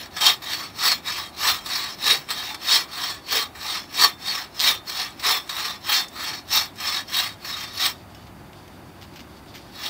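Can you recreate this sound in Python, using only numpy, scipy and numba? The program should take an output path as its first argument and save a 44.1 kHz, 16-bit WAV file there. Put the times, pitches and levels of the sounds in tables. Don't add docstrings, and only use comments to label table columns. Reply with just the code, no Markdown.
import sys
import numpy as np
from scipy import signal
from scipy.fft import rfft, irfft, next_fast_len
from scipy.io import wavfile
from scipy.ndimage import uniform_filter1d
from numba import njit

SR = 44100
rng = np.random.default_rng(int(sys.argv[2]) if len(sys.argv) > 2 else 0)


def transcribe(signal):
    frames = np.atleast_2d(signal).T
    limited = np.clip(frames, -1, 1)
    pcm = np.round(limited * 32767).astype(np.int16)
    wavfile.write(sys.argv[1], SR, pcm)


def voltage_ratio(level):
    return 10 ** (np.asarray(level, float) / 20)


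N = 436149
T = np.arange(N) / SR

# frequency in Hz, density in dB per Hz.
TRAFFIC_COLOUR = [(15, -51), (25, -26), (70, -3.5), (102, -6), (194, -5.5), (284, -5.5), (352, -5),
                  (461, -15), (557, -11), (769, -9), (1930, -19), (3050, -24), (3300, -35.5), (15800, -33)]
# time in seconds, level in dB.
TRAFFIC_LEVEL = [(0.0, -53), (1.82, -52), (2.918, -55), (3.96, -52.5), (5.89, -53), (6.39, -49.5),
                 (6.86, -52), (8.43, -49), (9.89, -50.5)]
# time in seconds, level in dB.
RUSTLE = [(0, -59), (7.9, -45), (8.15, -44), (8.42, -49), (8.6, -46), (8.9, -47), (9.12, -42),
          (9.35, -45.5), (9.65, -42.5)]
# start in seconds, peak in dB, centre in Hz, T60 in seconds.
SCUFFS = [(8.147, -32, 5170, .05), (8.265, -40, 3700, 0.14), (8.530, -34, 3400, 0.043),
          (8.678, -30, 4670, 0.023), (9.012, -35, 4400, .12), (9.021, -36, 3800, .12),
          (9.135, -36, 3744, .06), (9.158, -27, 4600, .04), (9.167, -31, 4000, 0.098),
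          (9.191, -29, 3000, 0.044), (9.203, -32, 4500, .07), (9.46, -39, 8800, .03),
          (9.540, -31, 3480, 0.128), (9.549, -28, 4450, 0.13), (9.575, -44, 4600, .1)]
# frequency in Hz, peak in dB, T60 in seconds.
FRAME_TICK = [(2980, -50, 0.26), (5400, -46.5, 0.074), (6420, -55, .15), (4900, -52, .07)]
# start in seconds, peak in dB.
JOLTS = [(.255, -31), (.885, -30), (1.47, -20.5), (2.29, -31), (2.49, -32), (2.735, -37.5), (3.39, -37),
         (3.69, -34), (4.06, -30), (4.68, -19.5), (5.32, -22), (5.67, -31), (5.955, -19), (6.545, -21),
         (7.63, -34.5), (7.84, -33)]
# time in seconds, peak in dB.
SKIPS = [
    (4.5950, -9),
    (4.6013, -3),
    (4.6068, -2),
    (4.6150, -8),
    (4.6256, -16),
]
# start in seconds,
# peak in dB, lowest frequency in Hz.
SPLINTERS = [(1.258, -36, 6000), (1.292, -40, 7900), (2.544, -20, 600), (4.5999, -28, 3000),
             (5.105, -38.5, 5999), (5.476, -31, 2000), (5.74, -37, 6000), (6.0826, -29, 4500),
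             (6.757, -35, 3000), (7.005, -33, 6000), (8.678, -41, 2500), (9.46, -48, 7000)]
# start, fastest and end in seconds, cutting level in dB, log thud in dB re the cut.
PUSHES = [(0.139, 0.278, 0.37, -13, -24.5), (0.751, 0.866, 0.99, -14.5, -26),
          (1.344, 1.482, 1.617, -15.5, -24.5), (1.977, 2.095, 2.233, -15.5, -20.5),
          (2.601, 2.753, 2.857, -13.5, -18), (3.247, 3.367, 3.475, -15, -17),
          (3.898, 4.029, 4.127, -15, -21.5), (4.553, 4.671, 4.781, -13.5, -20),
          (5.188, 5.296, 5.424, -14, -22), (5.821, 5.942, 6.06, -14.5, -26),
          (6.472, 6.567, 6.68, -15.5, -38), (7.068, 7.184, 7.335, -18, -32), (7.71, 7.858, 7.94, -17, -38)]
# start, fastest and end in seconds, cutting level in dB, squareness of the swell.
PULLS = [(-.1, -0.032, 0.098, -32.5, 2.5), (0.389, 0.55, 0.74, -29, 2.86),
         (1.018, 1.15, 1.317, -28.5, 3.15), (1.605, 1.801, 1.977, -25, 2.37),
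         (2.26, 2.406, 2.58, -29.5, 3.8), (2.85, 3.053, 3.22, -26, 2.12), (3.52, 3.722, 3.88, -27, 2.13),
         (4.169, 4.35, 4.495, -26.5, 2.27), (4.835, 4.984, 5.152, -26.5, 2.6),
         (5.442, 5.647, 5.79, -26, 2.45), (6.097, 6.277, 6.44, -27, 2.25), (6.744, 6.927, 7.06, -25.5, 2.7),
         (7.4, 7.53, 7.77, -30, 3.1), (9.69, 9.87, 9.95, -30.5, 1.63)]
PUSH_EARLY_DB = {"log": -11.5, "frame": 1.5, "edge": -1}
PUSH_LATE_DB = {"log": 1, "frame": 5.5, "edge": 2.5}
PULL_EARLY_DB = {"log": 0, "frame": 4.5, "edge": 6}
PULL_LATE_DB = {"log": -9.5, "frame": 3, "edge": -1}
# start in seconds, peak in dB, T60 in seconds.
SNAGS = [(0.0558, -21, 0.051), (0.165, -10, 0.038), (.2034, -11, .1), (0.264, -3, 0.082),
         (0.4184, -25, 0.078), (0.5316, -9, 0.041), (0.7866, -19, 0.09), (0.915, -1.5, 0.052),
         (1.0575, -19, 0.12), (1.12, -13, 0.063), (1.6596, -16, 0.16), (2.0647, -6, 0.049),
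         (2.287, -16, 0.13), (2.3032, -2, 0.048), (2.5434, -13.5, 0.055), (3.2824, -19, 0.046),
         (3.548, -25.5, 0.07), (3.9508, -24, 0.051), (4.034, -1, 0.086), (4.5446, -26, 0.059),
         (4.598, -12, .08), (4.892, -15.5, .06), (5.1946, -16, 0.033), (5.236, -16, 0.12),
         (5.295, -12, 0.038), (5.4922, -14, .09), (6.5243, -12, 0.14), (6.8, -21, .1), (7.0795, -26, 0.067),
         (7.444, -27, 0.084)]
# frequency in Hz, width in Hz, level in dB.
BODY_MODES = [(1018, 94, -9.5), (1177, 28, -4), (1784, 105, -7.5), (2353, 51, -8.5), (3250, 25, -8.5),
              (3793, 126, 2), (4394, 132, 0.5), (5305, 153, -1), (6830, 33, -23), (6960, 120, -15),
              (7680, 170, -14), (9250, 210, -21.5), (9700, 890, -33), (11160, 310, -16), (11970, 190, -20),
              (12450, 280, -35), (12560, 320, -15.5), (13900, 700, -25), (14500, 580, -12.5),
              (460, 70, -16), (752, 31, -7.5), (864, 38, -6.5), (1246, 50, -2), (1705, 50, -8.5),
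              (1892, 38, -5), (2753, 24, -6.5), (3390, 16, 0), (4010, 89, -3.5), (4187, 61, 0),
              (5610, 40, -5.5), (5513, 40, -23.5), (8090, 104, -11.5), (15300, 630, -14.5)]
# frequency in Hz, level in dB.
BLADE_RINGS = [(735, -59.5), (1147, -47), (1812, -52.5), (2303, -53), (3204, -47.5), (3590, -50.5),
               (3770, -62), (4441, -48), (5258, -67), (7025, -62), (7737, -56), (8350, -71)]
# frequency in Hz, density in dB per Hz.
FIBRE_COLOUR = [(150, -29), (250, -18), (575, -19.5), (1050, 1), (1450, -2.5), (1900, 2), (2600, 0.5),
                (4300, -7), (5390, -2.5), (6410, -11), (8700, -26), (10400, -32.5), (14700, -11.5),
                (15800, -10)]

LOG_TOP_HZ, FRAME_TOP_HZ, EDGE_HZ = 650, 2700, 6800
STROKE_DEPTH_DB = 30
PUSH_FRAME_DB, PUSH_EDGE_DB = -7, -11
PULL_LOG_DB, PULL_FRAME_DB, PULL_EDGE_DB = -26, -5.5, -13
PUSH_RISE, PUSH_FALL = 1.5, 1.43


def set_rms(x, db):
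    return x * voltage_ratio(db) / np.sqrt(np.mean(x ** 2))


@njit
def sweep_filter(x, hz, width):
    y, band_state, low_state = np.empty(len(x)), 0., 0.
    for i in range(len(x)):
        g = np.pi * hz[i]
        k = width / hz[i]
        v = (band_state + g * (x[i] - low_state)) / (1 + g * (g + k))
        band_state = 2 * v - band_state
        low_state = low_state + 2 * g * v
        y[i] = k * v
    return y


def resonance(x, hz, width_hz):
    safe_hz = np.minimum(hz, .45 * SR)
    warped = np.tan(np.pi * safe_hz / SR) / np.pi * np.ones(N)
    return sweep_filter(x, warped, width_hz / np.mean(hz) * warped.mean())


def walk(rate_hz):
    hold = int(SR / rate_hz)
    steps = np.repeat(rng.standard_normal(N // hold + 1), hold)
    return 1.3 * uniform_filter1d(uniform_filter1d(steps, hold), hold)[:N]


def slices(x, colour, step):
    hz, db = np.transpose(colour)
    size = next_fast_len(N)
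    octave = np.log2(np.fft.rfftfreq(size, 1 / SR) + 1)
    shaped = rfft(x, size) * voltage_ratio(np.interp(octave, np.log2(hz), db))
    for centre in np.arange(np.log2(hz[0]), np.log2(hz[-1]) + step, step):
        weight = np.maximum(1 - abs(octave - centre) / step, 0)
        yield 2 ** centre, irfft(shaped * weight, size)[:N]


def add_hit(track, at, db, t60, rise):
    start = int(at * SR)
    dt = T[:min(SR // 2, N - start)]
    decay = np.exp(-np.log(1000) * dt / max(t60, .003))
    track[start:start + len(dt)] += voltage_ratio(db) * (1 - np.exp(-dt / rise)) * decay
    return track


def teeth(bites_hz, scatter_db, dust_db):
    chance = rng.random(N) < bites_hz / SR
    depth = np.minimum(rng.exponential(size=N), 3)
    bites = chance * voltage_ratio(scatter_db * depth) * rng.choice([-1., 1.], N)
    dust = rng.standard_normal(N)
    return set_rms(set_rms(bites, 0) + set_rms(dust, dust_db), 0)


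def yard():
    s, db = np.transpose(TRAFFIC_LEVEL)
    passing_db = np.interp(T, s, db) - np.mean(db)
    swell, traffic = walk(0.67), 0
    for hz, part in slices(rng.standard_normal(N), TRAFFIC_COLOUR, 2 / 3):
        bass = np.clip(1.3 - hz / 400, 0, 1)
        flicker = 1.5 * walk(6) + .6 * swell
        traffic = traffic + part * voltage_ratio(bass * (passing_db + flicker))
    rustle_db = np.interp(T, *np.transpose(RUSTLE))
    cloth = rng.standard_normal(N) * voltage_ratio(rustle_db + 2.1 * walk(40))
    cloth = resonance(cloth, 3650.0, 520.0) + resonance(cloth, 4500.0, 520.0)
    drone = resonance(rng.standard_normal(N), 100 + 4 * walk(2.5), 2.7) * voltage_ratio(2.6 * passing_db)
    return set_rms(traffic, -44.0) + set_rms(drone, -57.5) + cloth


def walls(x, t60, wet_db):
    t = np.arange(SR // 2) / SR
    tail = rng.standard_normal(len(t)) * np.exp(-np.log(1000) * t / t60) * (t > .008)
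    tail = signal.lfilter([1], [1, -.45], tail)
    return voltage_ratio(wet_db) * signal.fftconvolve(x, tail / np.sqrt(np.sum(tail ** 2)))[:N]


def scuffs():
    grit = teeth(bites_hz=925, scatter_db=3.0, dust_db=-1)
    out = 0
    for t, db, hz, t60 in SCUFFS:
        crunch = grit * add_hit(np.zeros(N), t, db - 2.5, t60, .0008)
        body = resonance(resonance(crunch, 2600.0, 2700.0), 2600.0, 4070.0)
        treble = resonance(crunch, 13750.0, 2500.)
        out = out + resonance(crunch, hz, 601.0) + voltage_ratio(2) * body + voltage_ratio(-7.5) * treble
    return out


def frame_tick():
    out = np.zeros(N)
    for hz, db, t60 in FRAME_TICK:
        out += add_hit(np.zeros(N), 8.148, db, t60, .0005) * np.sin(2 * np.pi * hz * T)
    return out


def blade_song():
    swing = np.zeros(N)
    for t, db in JOLTS:
        add_hit(swing, t, db + 5.0, t60=0.26, rise=.012)
    return swing * np.sin(2 * np.pi * np.cumsum(3590 + 3 * walk(14)) / SR)


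def tooth_skips():
    clicks = np.zeros(N)
    for t, db in SKIPS:
        clicks[int(t * SR)] = voltage_ratio(db + 20)
    return resonance(resonance(clicks, 4300.0, 2100.0), 3600.0, 3000.0)


def splinters():
    out = np.zeros(N)
    for t, db, low_hz in SPLINTERS:
        crack = rng.standard_normal(N) * add_hit(np.zeros(N), t, db, t60=.04, rise=.0005)
        bright = signal.butter(1, (low_hz, low_hz + 3500), "band", fs=SR, output="sos")
        out += signal.sosfilt(bright, crack)
    return out


def stroke(start, fastest, end, db, rise, fall):
    span = np.where(T < fastest, max(fastest - start, .02), max(end - fastest, .02))
    progress = (T - fastest) / span
    away = np.minimum(abs(progress), 3)
    swell = voltage_ratio(db - STROKE_DEPTH_DB * away ** np.where(progress < 0, rise, fall))
    return swell, np.clip(progress, -1, 1)


def strokes():
    push_rest = (PUSH_FRAME_DB, PUSH_EDGE_DB, PUSH_RISE, PUSH_FALL, PUSH_EARLY_DB, PUSH_LATE_DB)
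    rows = [(*row, *push_rest) for row in PUSHES]
    for *row, square in PULLS:
        shares = (PULL_LOG_DB, PULL_FRAME_DB, PULL_EDGE_DB)
        rows.append((*row, *shares, square, square, PULL_EARLY_DB, PULL_LATE_DB))
    power, colour = 0, 0
    for start, fastest, end, db, log_db, frame_db, edge_db, rise, fall, early, late in rows:
        swell, progress = stroke(start, fastest, end, db, rise, fall)
        early_db, late_db = np.c_[list(early.values())], np.c_[list(late.values())]
        drift = np.where(progress < 0, early_db, late_db) * abs(progress)
        power = power + swell ** 2
        colour = colour + swell ** 2 * (np.c_[[log_db, frame_db, edge_db]] + drift)
    return np.sqrt(power), *(colour / power)


def saw():
    push, log_db, frame_db, edge_db = strokes()
    for t, db, t60 in SNAGS:
        add_hit(push, t, db - 12.5, t60, rise=0.0016)
    push = push * voltage_ratio(0.86 * walk(45) + 1.6 * walk(160))

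    def share(hz):
        if hz < LOG_TOP_HZ:
            return voltage_ratio(log_db + 23)
        if hz < FRAME_TOP_HZ:
            return voltage_ratio(frame_db + 4.39)
        return voltage_ratio(0 * T) if hz < EDGE_HZ else voltage_ratio(edge_db + 11)

    forces = [push * teeth(bites_hz=2633.6, scatter_db=2.5, dust_db=-1.0) for _ in range(4)]
    out = 0
    for k, (hz, width, db) in enumerate(sorted(BODY_MODES)):
        drift_hz = (14 + 0.0049 * hz) * walk(11)
        drive = forces[k % 3] * share(hz) * voltage_ratio(3.76 * walk(22 + hz / 400))
        out = out + voltage_ratio(db + 10.5) * resonance(drive, hz + drift_hz, width)
    for hz, db in BLADE_RINGS:
        drive = forces[2] * share(hz) * voltage_ratio(5.1 * walk(14))
        out = out + voltage_ratio(db + 54) * resonance(drive, hz, 20 + 0.0037 * hz)
    for hz, fibres in slices(forces[3], FIBRE_COLOUR, 1 / 2):
        out = out + share(hz) * voltage_ratio(2.0 + 2.3 * walk(35)) * fibres
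    return out + splinters() + tooth_skips() + blade_song()


def scene():
    near = saw() + scuffs() + frame_tick()
    return (near + walls(near, t60=0.093, wet_db=-18) + yard())[None]


def band_limit(x):
    return signal.sosfilt(signal.butter(12, 16800, fs=SR, output="sos"), x)


def record(dry):
    rounded = np.tanh(1.075 * dry) / 1.234
    top_cut = signal.ellip(12, .2, 70, 15670, fs=SR, output="sos")
    return band_limit(signal.sosfilt(top_cut, rounded))


dry = scene()
out = record(dry)
transcribe(out)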